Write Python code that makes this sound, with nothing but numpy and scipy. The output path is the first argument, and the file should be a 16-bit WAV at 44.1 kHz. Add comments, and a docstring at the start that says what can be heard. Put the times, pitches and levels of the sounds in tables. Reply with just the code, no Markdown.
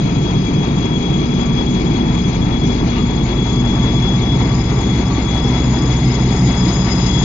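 """A diesel locomotive idles slowly past in a railway yard, behind a string of container wagons.
It nears from the left over rumbling wheels: the exhaust drones on orders of the engine cycle,
the machinery throbs, the turbocharger squeals thinly. At 2.5 and 3 s couplings scrape.
Near 5 s a gear whine flares; near 6 s the engine draws level and its firing tone peaks.
The turbocharger's overtones grow toward the end. The right microphone is muffled: treble stays left."""
import sys
import numpy as np
from scipy import signal
from scipy.fft import rfft, irfft
from scipy.io import wavfile

SR = 44100
rng = np.random.default_rng(int(sys.argv[2]) if len(sys.argv) > 2 else 0)


def materialize(psi):
    """Save the field psi as 16-bit PCM at rate SR to the path in sys.argv[1].

    A 1-D psi becomes a single channel; in a 2-D psi each row is a channel.
    """
    bounded = np.clip(np.atleast_2d(psi).T, -1, 1)
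    quanta = np.round(bounded * 32767).astype(np.int16)
    wavfile.write(sys.argv[1], SR, quanta)


N = 319284
TIME = np.arange(N) / SR
FREQ = np.fft.rfftfreq(N, 1 / SR)


def undb(db):
    """dB to gain."""
    return 10 ** (np.asarray(db) / 20)


def curve(table):
    """(t/s, value) points, linearly interpolated."""
    return np.interp(TIME, *np.transpose(table))


def unit(x):
    """Scale to rms 1."""
    return x / np.sqrt(np.mean(np.abs(x) ** 2))


def colour(x, spectrum):
    """Filter by (f/Hz, level/dB) points."""
    hz, db = np.transpose(spectrum)
    return irfft(rfft(x) * undb(np.interp(np.log(FREQ + 1), np.log(hz), db)), N)


def drift(rate_hz):
    """Smooth complex random motion, rms 1."""
    t = np.arange(0, 8, 1 / 500)
    f = np.fft.fftfreq(len(t), t[1])
    noise = rng.standard_normal((len(f), 2)) @ [1, 1j]
    return np.interp(TIME, t, unit(np.fft.ifft(noise / (1 + (f / rate_hz) ** 2))))


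def diffuse(alike_hz=1300):
    """Noise at two close microphones: bass alike, treble unrelated."""
    mid, side = rfft(rng.standard_normal((2, N)))
    alike = 1 / (1 + (FREQ / alike_hz) ** 2) ** 2
    return irfft(mid * np.sqrt(1 + alike) + side * np.sqrt(1 - alike) * np.array([[1], [-1]]), N)


def tone(hz, scatter, rate_hz, doppler_hz=0):
    """Stereo tone, rms 1: direct path plus shifting reflections, offset by doppler_hz."""
    carrier = np.exp(2j * np.pi * np.cumsum(hz) / SR) * np.sqrt(2 / (1 + scatter ** 2))
    slip = np.exp(2j * np.pi * doppler_hz * TIME)
    return np.array([(carrier * (1 + scatter * slip * drift(rate_hz))).real for _ in range(2)])


def swell(at_s, db, width_s):
    """Bell-shaped gain."""
    return undb(db) * np.exp(-((TIME - at_s) / width_s) ** 2)


def throb(cycles, swing_db, peak_phase):
    """Gain that swells once a cycle."""
    return undb(swing_db * np.cos(2 * np.pi * (cycles - peak_phase)))


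def offset(cycles, phase):
    """Signed distance from a phase, in cycles."""
    return (cycles - phase + .5) % 1 - .5


# Four-stroke cycle rate: t/s, f/Hz
CYCLE_HZ = [(0, 5.299), (3, 5.303), (7.24, 5.287)]


def engine_cycles():
    """Running count of engine cycles."""
    return np.cumsum(curve(CYCLE_HZ)) / SR


def repeating(cycles, change_hz):
    """Noise that recurs each engine cycle, its pattern slowly changing."""
    size = int(SR / CYCLE_HZ[0][1])
    patterns = rng.standard_normal((3, size, 2)) @ [1, 1j]
    index = (cycles % 1 * size).astype(int)
    return unit(sum((pattern[index] * drift(change_hz)).real for pattern in patterns))


# Pass-by per part ("fourth": turbo harmonic): closest t/s, half width/s, relative level/dB far, near
PASS_BY = { "firing": (6, 2.5, -32, -20), "gear": (5, 1.2, -41.5, -38), "machinery": (6, 2.3, -32.5, -30.5),
           "air": (9, 1.8, -44.5, -34), "intake": (6.5, 1.5, -35.5, -32.5),
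           "fourth": (7.5, 2.34, -45.5, -32.5), }


def passing_db(part):
    """A part swells as it draws level."""
    closest_s, half_s, far_db, near_db = PASS_BY[part]
    return far_db + (near_db - far_db) / (1 + ((TIME - closest_s) / half_s) ** 2)


# Rolling noise: f/Hz, relative level/dB
RUMBLE_SPECTRUM = [(10, -13), (30, -10.5), (80, -5.5), (130, -4), (220, -2), (320, -4.5), (430, -9.5),
                   (580, -24.5), (1000, -34.5), (3000, -82.5)]


def wheels(db=-18.5, fade_db_per_s=0.1, waver_db=2.5):
    """Rough wheels and rails rumble through the frames of the departing wagons."""
    rumble = unit(colour(diffuse(), RUMBLE_SPECTRUM))
    return rumble * undb(db - fade_db_per_s * TIME + waver_db * drift(29).real)


def grit(db=-39, scatter_db=3, decay_s=0.043, low_hz=2000, high_hz=6600, count=110):
    """Grains crushed between wheel and rail chink at random times and pitches."""
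    out, t = np.zeros((2, N + SR // 10)), TIME[:SR // 10]
    envelope = (1 - np.exp(-10 * t / decay_s)) * np.exp(-t / decay_s)
    for when, size, pitch, phase in rng.random((count, 4)):
        hz = low_hz + (high_hz - low_hz) * pitch
        chink = np.cos(2 * np.pi * (hz * t + np.array([[0], [phase]])))
        gain = undb(db - scatter_db * np.log(1 - .95 * size))
        out[:, int(when * N):][:, :len(t)] += chink * envelope * gain
    return out[:, :N]


# Coupling resonances: f/Hz, width/Hz, relative level/dB
STEEL_MODES = [(1200, 30, 1.5), (1730, 78, -11), (2000, 45, -3), (2560, 50, -1.5), (2820, 80, -3.5)]
# Sliding steel: f/Hz, relative level/dB
SCRAPE_SPECTRUM = [(600, -12), (1200, 1), (2400, 3.5), (3800, 12), (6500, -11), (7300, -30), (9500, -32)]
# Scrapes: t/s, ring level/dB, hiss level/dB, width/s
SCRAPE_EVENTS = [(2.55, -44, -35, 0.012), (2.977, -27, -32.5, 0.039)]


def couplings():
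    """Slack shifts and steel slides on steel, hissing and ringing."""
    steel = sum(undb(db) / (1 + 1j * (FREQ - hz) / width_hz) ** 2 for hz, width_hz, db in STEEL_MODES)
    ring = unit(irfft(rfft(diffuse()) * steel, N))
    hiss = unit(colour(diffuse(), SCRAPE_SPECTRUM))
    return sum(ring * swell(at_s, ring_db, width_s) + hiss * swell(at_s, hiss_db, width_s)
               for at_s, ring_db, hiss_db, width_s in SCRAPE_EVENTS)


# Gear flare: t/s, level/dB, width/s
WHINE_FLARE = (5.15, -31, 0.06)


def gear(hz=1146):
    """A gear drive whines faintly and flares once."""
    whine = tone(np.full(N, hz), scatter=1.2, rate_hz=9)
    return whine * (undb(passing_db("gear")) + swell(*WHINE_FLARE))


# Blade tone: t/s, f/Hz
BLADE_HZ = [(0, 238.5), (1.7, 239.9), (4, 242.7), (6, 244), (7.24, 243.5)]
# Blade tone: t/s, level/dB
BLADE_DB = [(0, -39), (1, -24.5), (2.15, -20.5), (2.4, -30.5), (2.95, -18), (3.35, -29), (3.7, -19.5),
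            (4.3, -27.5), (5.25, -32), (5.8, -21), (7.24, -34.5)]


def fan():
    """The cooling fan hums, swelling and fading unevenly."""
    return tone(curve(BLADE_HZ), scatter=.2, rate_hz=8.2)[0] * undb(curve(BLADE_DB))


# Blower hiss: f/Hz, relative level/dB
BLOWER_SPECTRUM = [(1500, -8.5), (2600, 1.5), (3050, 1.5), (3550, 1.5), (3800, 7), (4050, -1), (4300, 5.5),
                   (4650, -1.5), (4950, 1.5), (5600, -7.5), (5900, -6), (6150, 7.5), (6450, -10), (6750, 3),
                   (7250, -52.5), (9500, -58.5)]


def air(cycles, hiss_gain_db=11, duct_hz=2350, width_hz=330, sag_hz_per_s=36):
    """Air rushes through the blower and rings the intake duct, whose note sinks in passing."""
    hiss = unit(colour(diffuse(), BLOWER_SPECTRUM)) * undb(passing_db("air") + hiss_gain_db)
    lowpass = signal.butter(2, width_hz / 2, fs=SR, output="sos")
    band = signal.sosfilt(lowpass, rng.standard_normal((2, N)))
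    carrier = np.cos(2 * np.pi * np.cumsum(duct_hz - sag_hz_per_s * TIME) / SR)
    duct = unit(band * carrier) * undb(passing_db("intake"))
    surge = throb(cycles, swing_db=1.3, peak_phase=.45) * undb(1.3 * drift(18).real)
    return (hiss + duct) * surge


# Clatter: f/Hz, relative level/dB
CLATTER_SPECTRUM = [(300, -13), (560, -4), (720, 2), (840, 1.5), (940, 4), (1060, -2.5), (1230, -5),
                    (1330, -2.5), (1450, -8), (1900, -7), (2700, -11.5), (4000, -70)]


def machinery(cycles, gain_db=4, repeat=0.38):
    """Valve gear and pumps clatter behind the hood doors, swelling each cycle and each crank turn."""
    clatter = unit(diffuse()) + repeat * repeating(cycles, change_hz=0.46)
    cycle_beat = throb(cycles, swing_db=0.5, peak_phase=0.61)
    crank_beat = throb(2 * cycles, swing_db=0.78, peak_phase=0.87)
    level_db = passing_db("machinery") + gain_db + 1.7 * drift(8.2).real
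    return unit(colour(clatter, CLATTER_SPECTRUM)) * cycle_beat * crank_beat * undb(level_db)


def flutter(cycles, depth_db=-8, phase=0.49, width_turns=0.092):
    """Exhaust pulses dip the squeal unevenly once a crank turn, deepest while far off."""
    dip = np.exp(-(offset(2 * cycles, phase) / width_turns) ** 2)
    far = np.interp(TIME, [2.8, 3.7], [1, .6])
    return undb(depth_db * far * np.abs(drift(5)) * dip)


# Squeal (harmonic 2): t/s, f/Hz
SQUEAL_HZ = [(0, 3336), (2.5, 3361), (4, 3374), (5.4, 3372), (7.24, 3364)]
# Squeal: t/s, relative level/dB
SQUEAL_DB = [(0, -36), (.5, -35.5), (.9, -33), (3.1, -35), (3.9, -29.5), (4.32, -30.5), (4.38, -37),
             (5.2, -36.5), (5.38, -30), (5.7, -35.5), (6.4, -36), (6.55, -31), (6.95, -39.5), (7.12, -29)]
# Squeal dropouts: t/s, width/s
SQUEAL_FALTERS = [(0.725, 0.0089), (1.838, 0.017), (2.39, 0.014), (2.853, 0.022), (3.257, 0.024),
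                  (4.576, 0.021), (5.128, 0.014), (5.723, 0.011), (6.098, 0.027), (6.443, 0.04)]
# Harmonic 3: t/s, relative level/dB
THIRD_DB = [(0, -46.5), (4.3, -42.5), (4.55, -37.5), (5.15, -43), (5.8, -35), (6.03, -38), (6.12, -30.5),
            (6.3, -38), (6.55, -32), (6.9, -30.5), (7.24, -31.5)]


def turbo(cycles, squeal_gain_db=7, overtone_gain_db=2, falter_db=-15, rasp=0.38):
    """The turbocharger sings on harmonics 2-5; its rasping overtones firm up as the hood screens less."""
    base_hz = curve(SQUEAL_HZ) / 2 * (1 + 0.00063 * drift(7.8).real)
    reflected = np.interp(TIME, [2.8, 3.7], [0.65, 0.42])  # more reflections while far off
    falters = sum(swell(at_s, 0, width_s) for at_s, width_s in SQUEAL_FALTERS)
    squeal = tone(2 * base_hz, reflected, rate_hz=30, doppler_hz=-7)
    squeal *= undb(curve(SQUEAL_DB) + falter_db * falters + squeal_gain_db)
    screened = np.interp(TIME, [3, 6, 6.6], [2.5, 1.3, .5])
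    harmonics_db = {3: curve(THIRD_DB), 4: passing_db("fourth"), 5: passing_db("fourth") - 24}
    overtones = sum(undb(db + overtone_gain_db) * tone(k * base_hz, screened, rate_hz=30, doppler_hz=-6)
                    for k, db in harmonics_db.items())
    return squeal * flutter(cycles) + overtones * (1 + rasp * drift(140).real)


# Exhaust surges: phase/cycles, rise/dB
CHUG_SURGES = [(.15, 4.5), (.91, 3.5)]


def chug(cycles, width_cycles=0.088):
    """The exhaust surges twice a cycle in a limping rhythm; gain of rms 1."""
    rise_db = sum(db * np.exp(-(offset(cycles, phase) / width_cycles) ** 2) for phase, db in CHUG_SURGES)
    return unit(undb(rise_db))


# Knock: f/Hz, relative level/dB
KNOCK_SPECTRUM = [(55, -27.5), (80, -4), (110, 1.5), (190, 12.5), (235, 5.5), (310, 4.5), (400, -4.5),
                  (500, -13), (900, -61)]


def knock(cycles, db=-26):
    """Combustion knocks in a rough pattern that repeats with the cycle."""
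    pattern = repeating(cycles, change_hz=0.28)
    return undb(db) * unit(colour(pattern, KNOCK_SPECTRUM)) * chug(cycles)


# Hardest firings: phase/cycles, peak level/dB
HARD_FIRINGS = [(0.147, -11.5), (0.611, -25), (0.895, -13)]


def thumps(cycles, width_s=0.0026, uneven_db=2):
    """The hardest firings stand out as short pressure swings, making the drone lope."""
    out = 0
    for phase, db in HARD_FIRINGS:
        u = offset(cycles, phase) / CYCLE_HZ[0][1] / width_s
        out += undb(db) * (2 * u ** 2 - 1) * np.exp(-u ** 2)
    return out * undb(uneven_db * drift(5.3).real)


def notch_at_drone(x, width_hz=5.3):
    """Notch at order 24, so the drone stands clean."""
    notch = 1 - np.exp(-((FREQ - 24 * CYCLE_HZ[0][1]) / width_hz) ** 4)
    return irfft(rfft(x) * notch, N)


def order(cycles, k):
    """Sine at k times the cycle rate: rms 1, random phase."""
    return np.sqrt(2) * np.cos(2 * np.pi * (k * cycles + rng.random()))


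def boom(cycles, db=-26.5, echo_db=-7.5, in_step_s=3.3, period_s=5.1):
    """Exhaust order 9 and its echo off the wagons drift in and out of step."""
    echo = undb(echo_db) * np.exp(2j * np.pi * (TIME - in_step_s) / period_s)
    return undb(db) * np.abs(1 + echo) * order(cycles, 9)


# Weak exhaust orders, by order: relative level/dB approaching, alongside
WEAK_ORDERS_DB = {14: (-33, -38), 19: (-29.5, -29), 23: (-32, -30), 26: (-27.5, -28.5), 27: (-25.5, -26),
                  28: (-24, -24.5), 32: (-24, -26), 33: (-27, -31), 35: (-26, -26), 37: (-29.5, -29),
                  49: (-39, -35.5), 59: (-35.5, -39.5)}


def weak_orders(cycles, gain_db=-4, screen_db=-2, waver=0.8, clear_s=1.8, alongside_s=4.4, fade_s=1.2):
    """Unequal cylinders add wavering orders whose balance shifts as the engine comes alongside."""
    alongside = np.clip(.5 + (TIME - alongside_s) / fade_s, 0, 1)
    screened = np.clip(.5 + (clear_s - TIME) / fade_s, 0, 1)
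    out = 0
    for k, (far_db, near_db) in WEAK_ORDERS_DB.items():
        level_db = far_db + (near_db - far_db) * alongside
        out += undb(level_db) * order(cycles, k) * (1 + waver * drift(0.38).real)
    return out * undb(gain_db + screen_db * screened)


# Hum (order 21): t/s, level/dB
HUM_DB = [(0, -27), (.45, -22), (.9, -30.5), (2.2, -34), (3.7, -24.5), (4, -23), (5.2, -21.5), (5.8, -33),
          (7.24, -23)]
# Drone (order 24): t/s, level/dB
DRONE_DB = [(0, -22), (.9, -37), (1.4, -25.5), (3.2, -24), (4.2, -19), (4.8, -20.5), (5.1, -25.5),
            (5.5, -19.5), (6.15, -16), (7.24, -24)]
# Drone puff: swing/dB, phase/cycles
DRONE_PUFF = (4.5, .16)


def exhaust(cycles):
    """Twelve cylinders give a firing tone, a puffing drone an octave up and chugging lesser orders."""
    firing = undb(passing_db("firing")) * order(cycles, 12)
    drone = undb(curve(DRONE_DB)) * order(cycles, 24) * unit(throb(cycles, *DRONE_PUFF))
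    hum = undb(curve(HUM_DB)) * order(cycles, 21)
    return firing + drone + (hum + weak_orders(cycles)) * chug(cycles)


# Right microphone delay, source moving left to centre: t/s, lag/s
RIGHT_LAG_S = [(0, .00034), (2.5, .00032), (3.5, .00018), (6, 0), (7.24, -.00007)]


def placed(stereo):
    """Sound from the left reaches the right microphone later."""
    left, right = stereo
    return np.array([left, np.interp(TIME - curve(RIGHT_LAG_S), TIME, right)])


def scene():
    """One crankshaft times the engine's rhythms; the wheels roll on their own."""
    cycles = engine_cycles()
    engine = boom(cycles) + exhaust(cycles) + notch_at_drone(thumps(cycles) + knock(cycles))
    accessories = machinery(cycles) + air(cycles) + turbo(cycles) + fan() + gear()
    return placed(engine + accessories + wheels() + couplings() + grit())


# Muffled right microphone: f/Hz, level/dB
RIGHT_RESPONSE = [(100, 0), (320, -1), (550, -2), (970, -4.5), (1680, -10.5), (2300, -15), (3000, -19),
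                  (5100, -21.5), (9000, -38)]


def record(dry, ceiling=.9, top_hz=9500):
    """Muffled right microphone, soft peak limit, low-pass."""
    stereo = np.array([dry[0], colour(dry[1], RIGHT_RESPONSE)])
    rounded = stereo / (1 + (stereo / ceiling) ** 8) ** (1 / 8)
    return signal.sosfilt(signal.ellip(8, .2, 70, top_hz, fs=SR, output="sos"), rounded)


dry = scene()
out = record(dry)
materialize(out)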